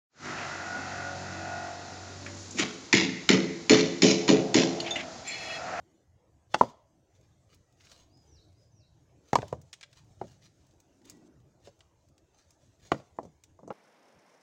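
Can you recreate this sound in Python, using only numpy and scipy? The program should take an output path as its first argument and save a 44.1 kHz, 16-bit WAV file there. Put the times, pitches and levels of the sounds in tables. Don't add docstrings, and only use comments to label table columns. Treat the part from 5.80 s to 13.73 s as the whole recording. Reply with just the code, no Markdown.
import sys
import numpy as np
from scipy import signal
from scipy.fft import rfft, irfft, next_fast_len
from scipy.io import wavfile
from scipy.ndimage import uniform_filter1d, map_coordinates

SR = 44100
rng = np.random.default_rng(int(sys.argv[2]) if len(sys.argv) > 2 else 0)


def wrap_up_sound(samples):
    columns = np.atleast_2d(samples).T
    tamed = np.clip(columns, -1, 1)
    steps = np.round(tamed * 32767).astype(np.int16)
    wavfile.write(sys.argv[1], SR, steps)


N = 349624

# start in seconds, strength in dB, main ring in Hz,
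# then the weight behind the blow, the hardness of the contact and the grit caught in it, all in dB.
KNOCKS = [(0.7398, -10, 1100, -11, 13, 16), (0.7432, 14.5, 850, -6, 13, 8.5),
          (0.8101, 23, 988.4, -6, -2.5, -10.5), (.834, 4.5, 598, 0, -1.5, -3), (3.531, 17, 800, 3, 2, 2),
          (3.555, 17, 966, -10, 4.5, 11), (3.586, 5.5, 278, 6, 5, -1), (3.6283, 2.5, 756, 2.5, -3, -19),
          (3.727, 9, 724, 1, -4, -5), (4.414, 4, 660, -2, 0, -11), (4.439, -15.5, 557, 11.5, 2.5, 3),
          (5.872, -14.5, 554, 1.5, 3, 12.5), (7.1176, 18.5, 298, -2, 10.5, -3.5),
          (7.1445, -2.5, 490, 1.5, 4, -5), (7.199, -15, 600, 1, 4.5, 7),
          (7.3866, 6.5, 661, -4, -5.5, -20.5), (7.43, -14, 485, 9, -6, 12),
          (7.451, -11.5, 605, 6.5, -10, 9), (7.79, -17, 666, -1.5, -12, 1),
          (7.831, -14, 520, 0.5, -15.5, -6), (7.877, -6.5, 680, -1.5, -17, 8.5),
          (7.904, 1.5, 550, -5, 5.5, -9), (7.9103, -2, 270, -6.5, 3, -11)]
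# frequency in Hz, level in dB.
BLOW_SPECTRUM = [(25, -48), (50, -23.5), (78, -4), (125, 2), (310, -.5), (590, 2), (950, -1.5), (1120, -5),
                 (1450, -12), (1850, -17), (3500, -30), (6400, -28.5), (8200, -38), (12500, -54),
                 (15500, -46)]
# frequency in Hz, dB gained per dB of that quality.
WEIGHT_TILT = [(125, 1.52), (310, 0.12), (590, 0.33), (950, -0.87), (1850, 0.02), (3500, 0)]
HARDNESS_TILT = [(1000, 0), (1450, 0.6), (1850, 0.9062), (3500, 1), (6400, 0)]
GRIT_TILT = [(1850, 0), (3500, 0.81), (6400, 1), (15500, 0.52)]


def stones():
    out = np.zeros(N)
    hz, blow_db = np.transpose(BLOW_SPECTRUM)
    for start, db, ring_hz, weight, hardness, grit in KNOCKS:
        colour = blow_db + weight * along(WEIGHT_TILT, hz)
        colour += hardness * along(HARDNESS_TILT, hz)
        colour += grit * along(GRIT_TILT, hz)
        blow = pulse(list(zip(hz, db + colour)))
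        blow = signal.fftconvolve(blow, crush(seconds=.0036, rough_hz=1490))
        blow = signal.fftconvolve(blow, rock_ring(ring_hz, main_db=1.5, high_db=-5.5, neighbour_db=-4.5))
        rattle_db = -8 - .29 * db
        add(out, start, outdoors(blow, ground=.4, wall_db=rattle_db, wood_db=-28))
    return out


# frequency in Hz, relative level in dB, t60 in seconds.
ROCK_MODES = [(2450, -6, .015), (2917, 2.5, .022), (3720, 1.5, .02), (4400, -3.5, .02), (4700, -5.5, .02),
              (5800, -2.5, 0.018), (6340, -1, 0.012)]


def rock_ring(main_hz, main_db, high_db, neighbour_db):
    t = np.arange(SR // 12) / SR

    def mode(hz, db, t60):
        decay = amp(db - 60 * t / t60)
        return decay * np.cos(2 * np.pi * hz * t) * 2 * np.log(1000) / (t60 * SR)

    ring = mode(main_hz, main_db, t60=18 / main_hz)
    for hz, db, t60 in ROCK_MODES:
        ring += mode(hz, high_db + db + 2 * rng.standard_normal(), t60)
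    for hz in np.geomspace(260, 2000, num=7) * np.exp(.11 * rng.standard_normal(7)):
        ring += rng.choice([-1, 1]) * mode(hz, neighbour_db, t60=.054)
    ring[0] += 1
    return ring


def crush(seconds, rough_hz, size=2048):
    t, hz = np.arange(size) / SR, np.fft.rfftfreq(size, 1 / SR)
    burst = rng.standard_normal(size) * np.exp(-t / seconds)
    grains = rfft(burst / np.linalg.norm(burst))
    push = np.exp(-2j * np.pi * hz * seconds / 2)
    rough_share = 1 / (1 + (rough_hz / (hz + 1)) ** 4)
    return irfft(np.sqrt(1 - rough_share) * push + np.sqrt(rough_share) * grains)[:size // 2]


# start in seconds, strength in dB, thinness (fizz over crack) in dB.
SNAPS = [(1.7455, -37.5, 14.5), (2.007, -36.5, -11.5), (2.07, -32.5, -9.5), (2.116, -25, -3.5),
         (3.619, -23.5, -11), (3.681, -26.5, 3.5), (3.815, -34.5, 12), (3.9295, -15.5, -4.5),
         (3.937, -17.5, -2.5), (4.0104, -21, -6.5), (4.029, -20, -9), (4.0345, -20.5, -12),
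         (4.129, -29, -5.5), (5.002, -35.5, 10), (5.2536, -30.5, 6.5), (5.298, -20, 13), (6.006, -29, -7.5),
         (6.38, -35.5, 2), (6.706, -34.5, 10), (7.6376, -26.5, 5)]


def snaps():
    out = np.zeros(N)
    for start, db, thinness in SNAPS + crumbs():
        crack, fizz = db - thinness / 2, db + thinness / 2
        top = fizz + np.clip(thinness, -8, 8)
        tick = pulse([(100, crack - 18), (700, crack - 14), (1500, crack - 1), (3800, crack + 1),
                      (6500, fizz + 2), (8500, fizz - 7), (12500, top - 26), (15500, top - 17)])
        tick = signal.fftconvolve(tick, crush(seconds=.0045, rough_hz=894))
        add(out, start, outdoors(tick, ground=.14, wall_db=-13.5, wood_db=-19))
    return out


def crumbs(per_second=2.7, db=-44.5, spread_db=2, max_thinness_db=11):
    effort = np.cumsum(movement())
    draws = rng.random((64, 3))[:round(per_second * N / SR)]
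    rows = []
    for when, size, thin in draws:
        start = np.searchsorted(effort, when * effort[-1]) / SR
        rows.append((start, db + spread_db * (2 * size - 1), thin * max_thinness_db))
    return rows


# start and length in seconds, relative level in dB.
SCUFFS = [(0.693, .06, -65), (0.738, 0.19, -58), (1.333, 0.045, -75.5), (1.415, 0.049, -73),
          (1.683, 0.08, -67.5), (1.966, .28, -61), (3.43, .34, -63), (4.099, 0.13, -66.5),
          (4.379, .2, -68.5), (4.61, 0.078, -66.5), (5.24, 0.097, -64), (5.822, .08, -66),
          (6.497, 0.18, -73.5), (6.984, 0.24, -63.5), (7.426, 0.048, -71.5)]
# start and length in seconds, level in dB, pitch in Hz.
SHIFTS = [(0, 0.28, -68.5, 297), (2.292, 1.22, -63, 107.4), (3.541, 0.38, -54, 123),
          (3.979, 0.86, -61.5, 118), (5.131, .5, -58.5, 279), (5.513, 0.24, -61, 139),
          (7.433, 0.072, -57, 140), (7.812, 0.19, -51.5, 246)]
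# frequency in Hz, relative level in dB.
LITTER_SPECTRUM = [(200, -0.5), (1000, -2), (2200, -2.5), (4000, 1), (5200, -1.5), (6600, 0.5),
                   (8500, -12.5), (13000, -26.5), (15500, -17)]


def footwork():
    scrape, rumble = np.zeros(N), np.zeros(N)
    for start, seconds, db in SCUFFS:
        add(scrape, start, amp(db + 1) * swell(seconds) ** .74)
    for start, seconds, db, hz in SHIFTS:
        press = np.zeros(N)
        add(press, start, amp(db) * swell(seconds))
        hollow = [(hz / 4, -28), (hz * .7, -4), (hz, 0), (hz * 1.25, -3),
                  (hz * 1.8, -18), (hz * 5, -36), (hz * 20, -70)]
        rumble += press * coloured(rng.standard_normal(N), hollow)
    grains = crackle(rate=4300, spread_db=3) * amp(3 * wobble(60))
    crunch = scrape * patchy(coloured(grains, LITTER_SPECTRUM), depth_db=3.5)
    return rumble + outdoors(crunch, ground=.3, wall_db=-10.5, wood_db=-10.5)[:N]


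# frequency in Hz, relative level in dB.
FABRIC_SPECTRUM = [(300, -8.5), (1200, -2.5), (3000, -4.5), (5000, -1), (6400, 4.5), (8000, -3),
                   (10000, -15.5), (13000, -23), (15500, -18)]


def cloth():
    strokes = amp(2.6 * wobble(18))
    friction = rng.standard_normal(N) + .5 * crackle(rate=1500, spread_db=2)
    bright = amp(3) * coloured(friction, FABRIC_SPECTRUM)
    dull = amp(-8 + 5.4 * wobble(16)) * coloured(crackle(rate=3000, spread_db=2.5), LITTER_SPECTRUM)
    return movement() * patchy(strokes * (bright + dull), depth_db=3)


# one move, as points of time in seconds and level in dB.
MOVES = [
    [(1.3, -87), (2.04, -86.5), (2.18, -81), (2.33, -83), (2.63, -80.5), (3.26, -85), (3.33, -85)],
    [(3.36, -84.5), (3.46, -82.5), (3.6, -74), (3.93, -81), (4.48, -73.5), (5.28, -82.5), (5.48, -75)],
    [(5.8, -77.5), (6.02, -85.5), (6.38, -89), (6.58, -79), (7.2, -78), (7.58, -88.5), (7.93, -85)],
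]


def movement():
    t = np.arange(N) / SR
    return sum(amp(np.interp(t, *np.transpose(move), left=-120, right=-120)) for move in MOVES)


# seconds into the phrase, pitch in Hz, relative level in dB.
PHRASE = [(0, 4400, -18), (.06, 5100, 0), (.155, 4850, -10), (.165, 4900, -40), (.17, 6500, -40),
          (.185, 6150, -1), (.26, 5550, 1), (.285, 4200, 1), (.305, 3750, 1), (.335, 4400, -2),
          (.35, 4600, -25)]
# start in seconds, relative level in dB.
SONG = [(1.861, -92.5), (2.29, -65), (2.735, -70.5)]
# start and length in seconds, pitch in Hz, relative level in dB.
WHISTLES = [(1.762, .23, 1924, -81), (5.278, 0.13, 1947, -73)]


def birds():
    times, hz, db = np.transpose(PHRASE)
    t, direct = np.arange(int(times[-1] * SR)) / SR, np.zeros(N)
    for start, level in SONG:
        pitch = np.interp(t, times, hz) * (1 + .012 * wobble(300)[:len(t)])
        envelope = amp(level + np.interp(t, times, db))
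        add(direct, start, envelope * np.sin(2 * np.pi * np.cumsum(pitch) / SR))
    for start, seconds, note_hz, level in WHISTLES:
        envelope = amp(level) * swell(seconds)
        envelope *= amp(2.4 * wobble(35)[:len(envelope)] - 3)
        pitch = note_hz * (1 + .013 * wobble(150)[:len(envelope)])
        add(direct, start, envelope * np.sin(2 * np.pi * np.cumsum(pitch) / SR))
    blurred = signal.fftconvolve(direct, tail([(2000, .67), (7000, .38)], seconds=.88))[:N]
    return .65 * direct + .7 * blurred


# frequency in Hz, relative level in dB.
AIR_SPECTRUM = [(20, -22), (45, -13), (75, 0.5), (120, -0.5), (230, -15.5), (310, -8), (440, -15),
                (620, -12.5), (1150, -26.5), (2300, -31.5), (5000, -35.5), (6500, -29), (9500, -45),
                (15500, -49.5)]


def air():
    level = amp(-66.5 + 1.5 * wobble(3))
    return level * patchy(coloured(rng.standard_normal(N), AIR_SPECTRUM), depth_db=4)


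# frequency in Hz, t60 in seconds.
WALL_DECAY = [(100, 0.24), (400, 0.11), (1000, .06), (3000, .05), (7000, 0.11), (15000, 0.018)]
WOOD_DECAY = [(100, .17), (500, .55), (1100, .43), (3000, .45), (7000, .35), (15000, .2)]


def outdoors(x, ground, wall_db, wood_db):
    path = amp(wood_db) * tail(WOOD_DECAY, seconds=1)
    add(path, 0, amp(wall_db) * tail(WALL_DECAY, seconds=.5))
    path[0] += 1
    bounce_s = .0021 * rng.uniform(.7, 1.3)
    path[round(SR * bounce_s)] += ground
    return signal.fftconvolve(x, path / np.linalg.norm(path))


def tail(decay, seconds):
    hz, t, bands = signal.stft(rng.standard_normal(int(seconds * SR)), SR, nperseg=256)
    x = signal.istft(bands * amp(-60 * t / along(decay, hz)[:, None]), SR, nperseg=256)[1]
    x *= 1 - np.exp(-np.arange(len(x)) / SR / .0015)
    return x / np.linalg.norm(x)


def pulse(spectrum, size=4096):
    cepstrum = irfft(np.log(amp(along(spectrum, np.fft.rfftfreq(size, 1 / SR)))))
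    cepstrum[1:size // 2] *= 2
    cepstrum[size // 2 + 1:] = 0
    return irfft(np.exp(rfft(cepstrum)))


def coloured(x, spectrum):
    size = next_fast_len(N + 8192)
    gain = amp(along(spectrum, np.fft.rfftfreq(size, 1 / SR)))
    return unit(irfft(rfft(x, size) * gain, size)[:N])


def patchy(x, depth_db):
    bands = signal.stft(x, nperseg=1024)[2]
    drift = uniform_filter1d(rng.standard_normal(bands.shape), size=5, axis=0)
    drift = uniform_filter1d(drift, size=7, axis=1)
    return unit(signal.istft(bands * amp(depth_db * unit(drift)), nperseg=1024)[1][:N])


def crackle(rate, spread_db):
    hits = rng.random(N) < rate / SR
    return unit(hits * rng.standard_normal(N) * amp(spread_db * rng.standard_normal(N)))


def wobble(rate):
    return map_coordinates(rng.standard_normal(int(N * rate / SR) + 4), [np.arange(N) * rate / SR])


def swell(seconds):
    return np.sqrt(np.abs(np.hanning(max(int(seconds * SR), 2))))


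def along(points, hz):
    point_hz, values = np.transpose(points)
    return np.interp(np.log(hz + 1), np.log(point_hz + 1), values)


def add(track, start, x):
    i = max(round(start * SR), 0)
    track[i:i + len(x)] += x[:max(len(track) - i, 0)]


def amp(db):
    return 10 ** (np.asarray(db) / 20)


def unit(x):
    return x / np.sqrt(np.mean(x ** 2) + 1e-20)


def scene():
    return (stones() + footwork() + cloth() + birds() + air() + snaps())[None]


def record(dry, top_hz=15900):
    size = next_fast_len(N + 8192)
    passband = np.fft.rfftfreq(size, 1 / SR) < top_hz
    return irfft(rfft(dry, size) * passband, size)[:, :N]


dry = scene()
out = record(dry)
wrap_up_sound(out)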